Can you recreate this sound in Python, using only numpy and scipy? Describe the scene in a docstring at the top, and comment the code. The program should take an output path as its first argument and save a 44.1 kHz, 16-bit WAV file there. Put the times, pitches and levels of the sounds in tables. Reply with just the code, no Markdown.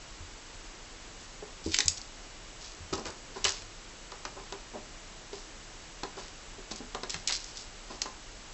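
"""In a wooden hallway, a kitten plays with a hair band on a folded felt rug.
Claws tick and skid on the boards: snapped noise bursts with a short ring, and sparse catches over a rub.
Paws pat the felt as soft shaped noise with one ringing tone; body weight thumps the floor in two low modes.
A short, dense hallway tail surrounds the play, over steady hiss, a deep machine throb, hum and faint whines."""
import sys
import numpy as np
from scipy import signal
from scipy.fft import rfft, irfft
from scipy.io import wavfile

SR = 44100
rng = np.random.default_rng(int(sys.argv[2]) if len(sys.argv) > 2 else 0)


def transcribe(signal):
    """Save signal, clipped to [-1, 1], as a 16-bit WAV file at the path in sys.argv[1]."""
    frames = np.atleast_2d(signal).T
    limited = np.clip(frames, -1, 1)
    pcm = np.round(limited * 32767).astype(np.int16)
    wavfile.write(sys.argv[1], SR, pcm)


N = 376504  # length in samples

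# Claws striking the boards: start_s, level_db (relative), low_hz (lowest), focus_hz (strongest)
CLAW_STRIKES = [(1.7175, -31, 3500, 5000), (1.7425, -13.5, 1500, 4860), (1.7447, -8.5, 1800, 2500),
                (1.7668, -21, 2190, 5500), (1.7876, -6, 1600, 5900), (1.8052, -8.5, 1820, 2550),
                (1.8585, -21, 5000, 6460), (1.882, -3.5, 3460, 5950), (2.016, -26.5, 3760, 5000),
                (3.0558, -25, 1400, 2600), (3.444, -10, 2500, 5140), (3.4511, -8.5, 1900, 2980),
                (3.4553, -13, 1500, 2100), (3.4928, -16, 4170, 5470), (6.7603, -28.5, 2960, 6060),
                (7.097, -20, 2180, 5200), (7.1044, -19, 2490, 5650), (7.1434, -18.5, 1422, 2470),
                (7.2757, -11.5, 3360, 4500), (7.2939, -20, 1410, 2260), (7.3239, -14, 3240, 4500),
                (7.4437, -26.5, 4200, 5810), (7.5712, -30, 3500, 5460), (8.0185, -11.5, 2450, 5280)]
# Paws landing on felt and boards: start_s, level_db, rise_s, top_hz, ring_hz,
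# ring_db (above the pat level), bared (how far the claws are out, 0-1)
PAW_PATS = [(1.423, -41, .002, 830, 425, 0, 0), (1.661, -32.5, 0.0023, 486, 319, 6, 0),
            (1.785, -40, 0.0058, 1200, 820, -1, 0), (2.925, -31, 0.0052, 700, 384, 0, 0),
            (2.929, -35.5, .003, 1580, 1276, 4.5, 0.6), (2.975, -36.5, 0.0074, 850, 326, -4, 0),
            (3.048, -38.5, 0.015, 1390, 322, 2, 0), (3.354, -39.5, 0.011, 1307, 378, -3, 0),
            (3.444, -31.5, 0.0096, 1880, 786, -8, 0), (4.117, -42, .006, 1710, 380, -14, 1),
            (4.250, -34, 0.0021, 2000, 380, -5, 0.9), (4.362, -41.5, 0.01, 1200, 382, -8, 0),
            (4.522, -37.5, .003, 1510, 396, 3, 1), (4.731, -42.5, 0.013, 940, 376, 0, 0.03),
            (4.754, -38, 0.0011, 900, 610, 2.5, 0.03), (5.329, -43, 0.0045, 1150, 402, 8.5, 0.7),
            (6.032, -31, .0015, 1260, 398, -5, 0.7), (6.168, -41.5, 0.01, 1290, 387, 2.5, 0),
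            (6.577, -46, 0.0096, 653, 236, -1, 0.01), (6.710, -41, 0.0053, 940, 215, 1, .9),
            (6.801, -42, 0.0042, 720, 247, 5.5, 0.02), (6.946, -33, 0.0031, 1327, 1086, -12, 0.8),
            (7.032, -34.5, 0.0021, 1490, 370, -4, 1), (7.142, -39, 0.0017, 1810, 169, -1, 0.03),
            (7.293, -37, 0.0062, 2320, 1166, -8, 0.07), (7.895, -41.5, 0.013, 1100, 250, -4, 0.07),
            (8.019, -42.5, 0.0015, 1530, 217, -15, 0.05), (8.057, -36.5, 0.0012, 1410, 1032, -2, .4)]
# Body weight landing on the floor: start_s, level_db
BODY_THUMPS = [(.205, -40), (.521, -46), (1.66, -31.5), (1.855, -31), (2.803, -38), (2.921, -36.5),
               (3.06, -42), (3.448, -38.5), (7.143, -40.5)]
# Paws sliding: start_s, length_s, level_db (of the rub before its swell), low_hz (lowest)
PAW_SCUFFS = [(1.195, 0.077, -53.5, 3500), (1.639, 0.16, -46, 4040), (1.715, 0.1, -35.5, 2200),
              (1.883, .031, -54, 6000), (1.972, 0.016, -39.5, 3500), (2.608, 0.15, -48.5, 2320),
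              (2.927, 0.036, -35.5, 2000), (2.973, 0.028, -44, 2960), (3.05, 0.063, -42.5, 1400),
              (3.34, 0.12, -50.5, 1780), (3.452, 0.071, -31.5, 1400), (3.527, 0.14, -46.5, 1920),
              (5.322, 0.16, -51.5, 3020), (6.166, 0.13, -48, 1400), (6.709, 0.038, -41, 1800),
              (6.759, 0.046, -48, 3300), (7.099, 0.11, -44, 1800), (7.272, 0.085, -33, 1700),
              (7.323, 0.067, -33, 2720), (7.392, 0.22, -50, 3520), (7.552, .11, -44.5, 3130),
              (7.896, 0.087, -49, 2460)]
# Hollow of the folded rug and the boards under it: pitch_hz, width_hz, level_db (relative)
RUG_HOLLOW = [(220, 31, 1), (316, 7.8, 0.5), (384, 11, 10), (570, 21, -22.5), (940, 100, -14),
              (1010, 190, -9.5)]
# Colour of the steady hiss: pitch_hz, level_db (per Hz, relative)
HISS_COLOUR = [(15, -2), (27, 6.5), (42, 10), (58, -5.5), (80, -0.5), (120, -4), (200, -5.5), (330, -5),
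               (550, -6.5), (2000, -9), (4100, -11.5), (4800, -11), (5900, -11), (7200, -11), (7900, -11.5)]
# Deep throb of a machine, two beating tones: pitch_hz, level_db (rms)
MACHINE_THROB = [(22.45, -58.5), (30.9, -56.5)]
# Steady hum and thin whines: pitch_hz, level_db (rms)
HUM_AND_WHINES = [(51.2, -67), (100, -71), (323, -70), (1243, -90), (1652, -87), (2885, -68), (7860, -84),
                  (7887, -80)]

# Claws that are out tick just after the pad lands; the level is relative to the pat
TICK_DELAY_S, TICK_DB, TICK_LOW_HZ, TICK_FOCUS_HZ = 0.0025, 12, 1490, 4120
# A sliding paw snags a claw once in each slot; the level is relative to the rub and fades over the stroke
SNAG_SLOT_S, SNAG_DB, SNAG_SPREAD_DB, SNAG_FOCUS_HZ = 0.03, 12.5, 2, 5600
SNAG_FADE_DB = 4.5
# A slower pat lasts longer (extra seconds per second of rise); a duller one reaches lower (share of top_hz)
PAT_T60_S, T60_PER_RISE, LOW_SHARE = 0.077, 9.8, 0.2
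FLOOR_HZ = 84
HALL_T60_S, SHARP_WET_DB, SOFT_WET_DB = 0.28, -8, -5.5
HISS_DB = -45.5  # rms before the low cut
CUTOFF_HZ = 7920


def claws(lead_s=0.00071, lead_share=0.2, ring_t60_s=0.025, ring_share=0.11, focus_db=3, width_hz=1300,
          top_hz=8500, board_db=-22, gain_db=11):
    """A claw drags for an instant, snaps onto the varnish and rings densely; the board adds a little knock."""
    out = np.zeros(N)
    lead = int(0.004 * SR)
    t = seconds(0.04) - lead / SR  # zero is the snap
    drag = lead_share * np.exp(-np.abs(t) / lead_s)
    ring = ring_share * dying(np.abs(t), ring_t60_s)
    shape = np.where(t < 0, drag, ring)
    for start_s, level_db, low_hz, focus_hz in claw_contacts():
        contact = shape * rng.standard_normal(len(t))
        contact[lead] = 1  # the snap itself
        snap = cut(contact, low_hz, "high", order=3)
        snap = cut(snap, top_hz, "low", order=6)
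        snap = snap + from_db(focus_db) * resonate(snap, focus_hz, width_hz)
        knock = from_db(board_db) * cut(contact, 1500, "low")
        strike = snap + knock
        # Equal energy first, so the listed levels compare
        strike = strike / np.linalg.norm(strike)
        add(out, start_s + t[0], from_db(level_db + gain_db) * strike)
    return out


def claw_contacts():
    """Every claw touch, in strike columns: strikes, ticks of landing paws and snags of sliding ones."""
    ticks = []
    for start_s, level_db, *_, bared in PAW_PATS:
        if bared > 0:
            tick_db = level_db + TICK_DB + 20 * np.log10(bared)
            ticks.append((start_s + TICK_DELAY_S, tick_db, TICK_LOW_HZ, TICK_FOCUS_HZ))
    snags = []
    for start_s, length_s, level_db, low_hz in PAW_SCUFFS:
        delays_s = SNAG_SLOT_S * (np.arange(8) + rng.random(size=8))
        sizes_db = SNAG_DB + SNAG_SPREAD_DB * rng.standard_normal(size=8)
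        for delay_s, size_db in zip(delays_s, sizes_db):
            if delay_s < length_s:
                snag_db = level_db + size_db - SNAG_FADE_DB * delay_s / length_s
                snags.append((start_s + delay_s, snag_db, low_hz, SNAG_FOCUS_HZ))
    return CLAW_STRIKES + ticks + snags


def scuffs(catches_per_s=1200, fur_share=0.082, top_hz=7200, rasp_hz=4900, rasp_width_hz=900, rasp_db=-1,
           skew=0.37):
    """A sliding paw: tiny catches of the claws over the smooth rub of fur, swelling and fading."""
    out, t = np.zeros(N), seconds(0.25)
    for start_s, length_s, level_db, low_hz in PAW_SCUFFS:
        caught = rng.random(len(t)) < catches_per_s / SR
        catches = caught * rng.standard_normal(len(t))
        fur = fur_share * rng.standard_normal(len(t))
        rub = cut(catches + fur, low_hz, "high", order=3)
        rub = cut(rub, top_hz, "low", order=3)
        rub = rub + from_db(rasp_db) * resonate(rub, rasp_hz, rasp_width_hz)
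        # A skew below 1 brings the swell forward
        stroke = np.sin(np.pi * np.minimum(t / length_s, 1) ** skew)
        add(out, start_s, from_db(level_db) * rms_one(rub) * stroke)
    return out


def pats(felt_db=-4, ring_t60_s=0.12):
    """A soft pad presses many fibres at once; the hollow colours them and one resonance rings on."""
    out, t = np.zeros(N), seconds(0.3)
    for start_s, level_db, rise_s, top_hz, ring_hz, ring_db, _ in PAW_PATS:
        t60_s = PAT_T60_S + T60_PER_RISE * rise_s
        fibres = rng.standard_normal(len(t))
        hollow = sum(from_db(db) * resonate(fibres, hz, width_hz) for hz, width_hz, db in RUG_HOLLOW)
        body = from_db(felt_db) * fibres + hollow
        body = cut(body, LOW_SHARE * top_hz, "high")
        body = cut(body, top_hz, "low", order=3)
        onset = np.minimum(t / rise_s, 1)
        press = onset * dying(np.maximum(t - rise_s, 0), t60_s)
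        # Level the noise, then give it back the loudness of its envelope
        pat = rms_one(body * press) * np.sqrt(np.mean(press ** 2))
        ring = np.sin(2 * np.pi * ring_hz * t) * onset * dying(t, ring_t60_s)
        add(out, start_s, from_db(level_db) * pat + from_db(level_db + ring_db) * ring)
    return out


def thumps(t60_s=0.19, rise_s=0.0056, upper_ratio=1.4, upper_db=-10):
    """The floor gives under the kitten and swings in two low modes."""
    out, t = np.zeros(N), seconds(0.4)
    lower = np.sin(2 * np.pi * FLOOR_HZ * t)
    upper = from_db(upper_db) * np.sin(2 * np.pi * FLOOR_HZ * upper_ratio * t)
    envelope = np.minimum(t / rise_s, 1) * dying(t, t60_s)
    for start_s, level_db in BODY_THUMPS:
        add(out, start_s, from_db(level_db) * (lower + upper) * envelope)
    return out


def hallway(x, build_s=0.0059, wall_hz=9000):
    """Close walls return a dense, short tail, modelled as decaying noise."""
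    t = seconds(0.6)
    tail = cut(rng.standard_normal(len(t)), wall_hz, "low")
    tail = tail * dying(t, HALL_T60_S) * np.minimum(t / build_s, 1)
    # Unit energy, scaled for the band the walls return
    tail = tail / np.linalg.norm(tail) * np.sqrt(2 * wall_hz / SR)
    return signal.fftconvolve(x, tail)[:N]


def background():
    """Noise shaped into a smooth hiss, with steady sines for the deep throb, low hum and faint whines."""
    hz, level_db = np.transpose(HISS_COLOUR)
    bins_hz = np.fft.rfftfreq(N, 1 / SR)
    colour = from_db(np.interp(np.log(bins_hz + 1), np.log(hz), level_db))
    hiss = rms_one(irfft(rfft(rng.standard_normal(N)) * colour, N))
    hiss = cut(hiss, 24, "high", order=4)
    t = np.arange(N) / SR
    tones = np.zeros(N)
    for pitch_hz, tone_db in MACHINE_THROB + HUM_AND_WHINES:
        phase = rng.random()  # in turns
        # The root of two turns rms into peak
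        tones += from_db(tone_db) * np.sqrt(2) * np.sin(2 * np.pi * (pitch_hz * t + phase))
    return from_db(HISS_DB) * hiss + tones


def from_db(db):
    """Decibels to gain."""
    return 10 ** (np.asarray(db) / 20)


def rms_one(x):
    """Scale to unit rms."""
    return x / np.sqrt(np.mean(x ** 2) + 1e-20)


def seconds(length_s):
    """A time axis."""
    return np.arange(int(length_s * SR)) / SR


def dying(t, t60_s):
    """Exponential decay, falling 60 dB in t60_s."""
    return np.exp(-np.log(1000) * t / t60_s)


def cut(x, hz, kind, order=2):
    """Butterworth low- or high-pass."""
    corner_hz = min(hz, SR / 2 - 2000)
    return signal.sosfilt(signal.butter(order, corner_hz, kind, fs=SR, output="sos"), x)


def resonate(x, hz, width_hz):
    """A two-pole resonance with a gain of about 1 at its peak."""
    r = np.exp(-np.pi * width_hz / SR)
    gain = (1 - r * r) / 2
    return signal.lfilter([gain, 0, -gain], [1, -2 * r * np.cos(2 * np.pi * hz / SR), r * r], x)


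def add(track, start_s, sound):
    """Mix a sound into the track at its start."""
    at = int(start_s * SR)
    track[at:at + len(sound)] += sound[:N - at]


def scene():
    """Sharp and soft contacts share the hallway; both channels carry the same microphone."""
    sharp = claws() + scuffs()
    soft = pats() + thumps()
    room = hallway(from_db(SHARP_WET_DB) * sharp + from_db(SOFT_WET_DB) * soft)
    mono = sharp + soft + room + background()
    return np.stack([mono, mono])


def record(dry):
    """A steep elliptic low-pass cuts off the top."""
    return signal.sosfilt(signal.ellip(9, 0.5, 60, CUTOFF_HZ, fs=SR, output="sos"), dry)


dry = scene()
out = record(dry)
transcribe(out)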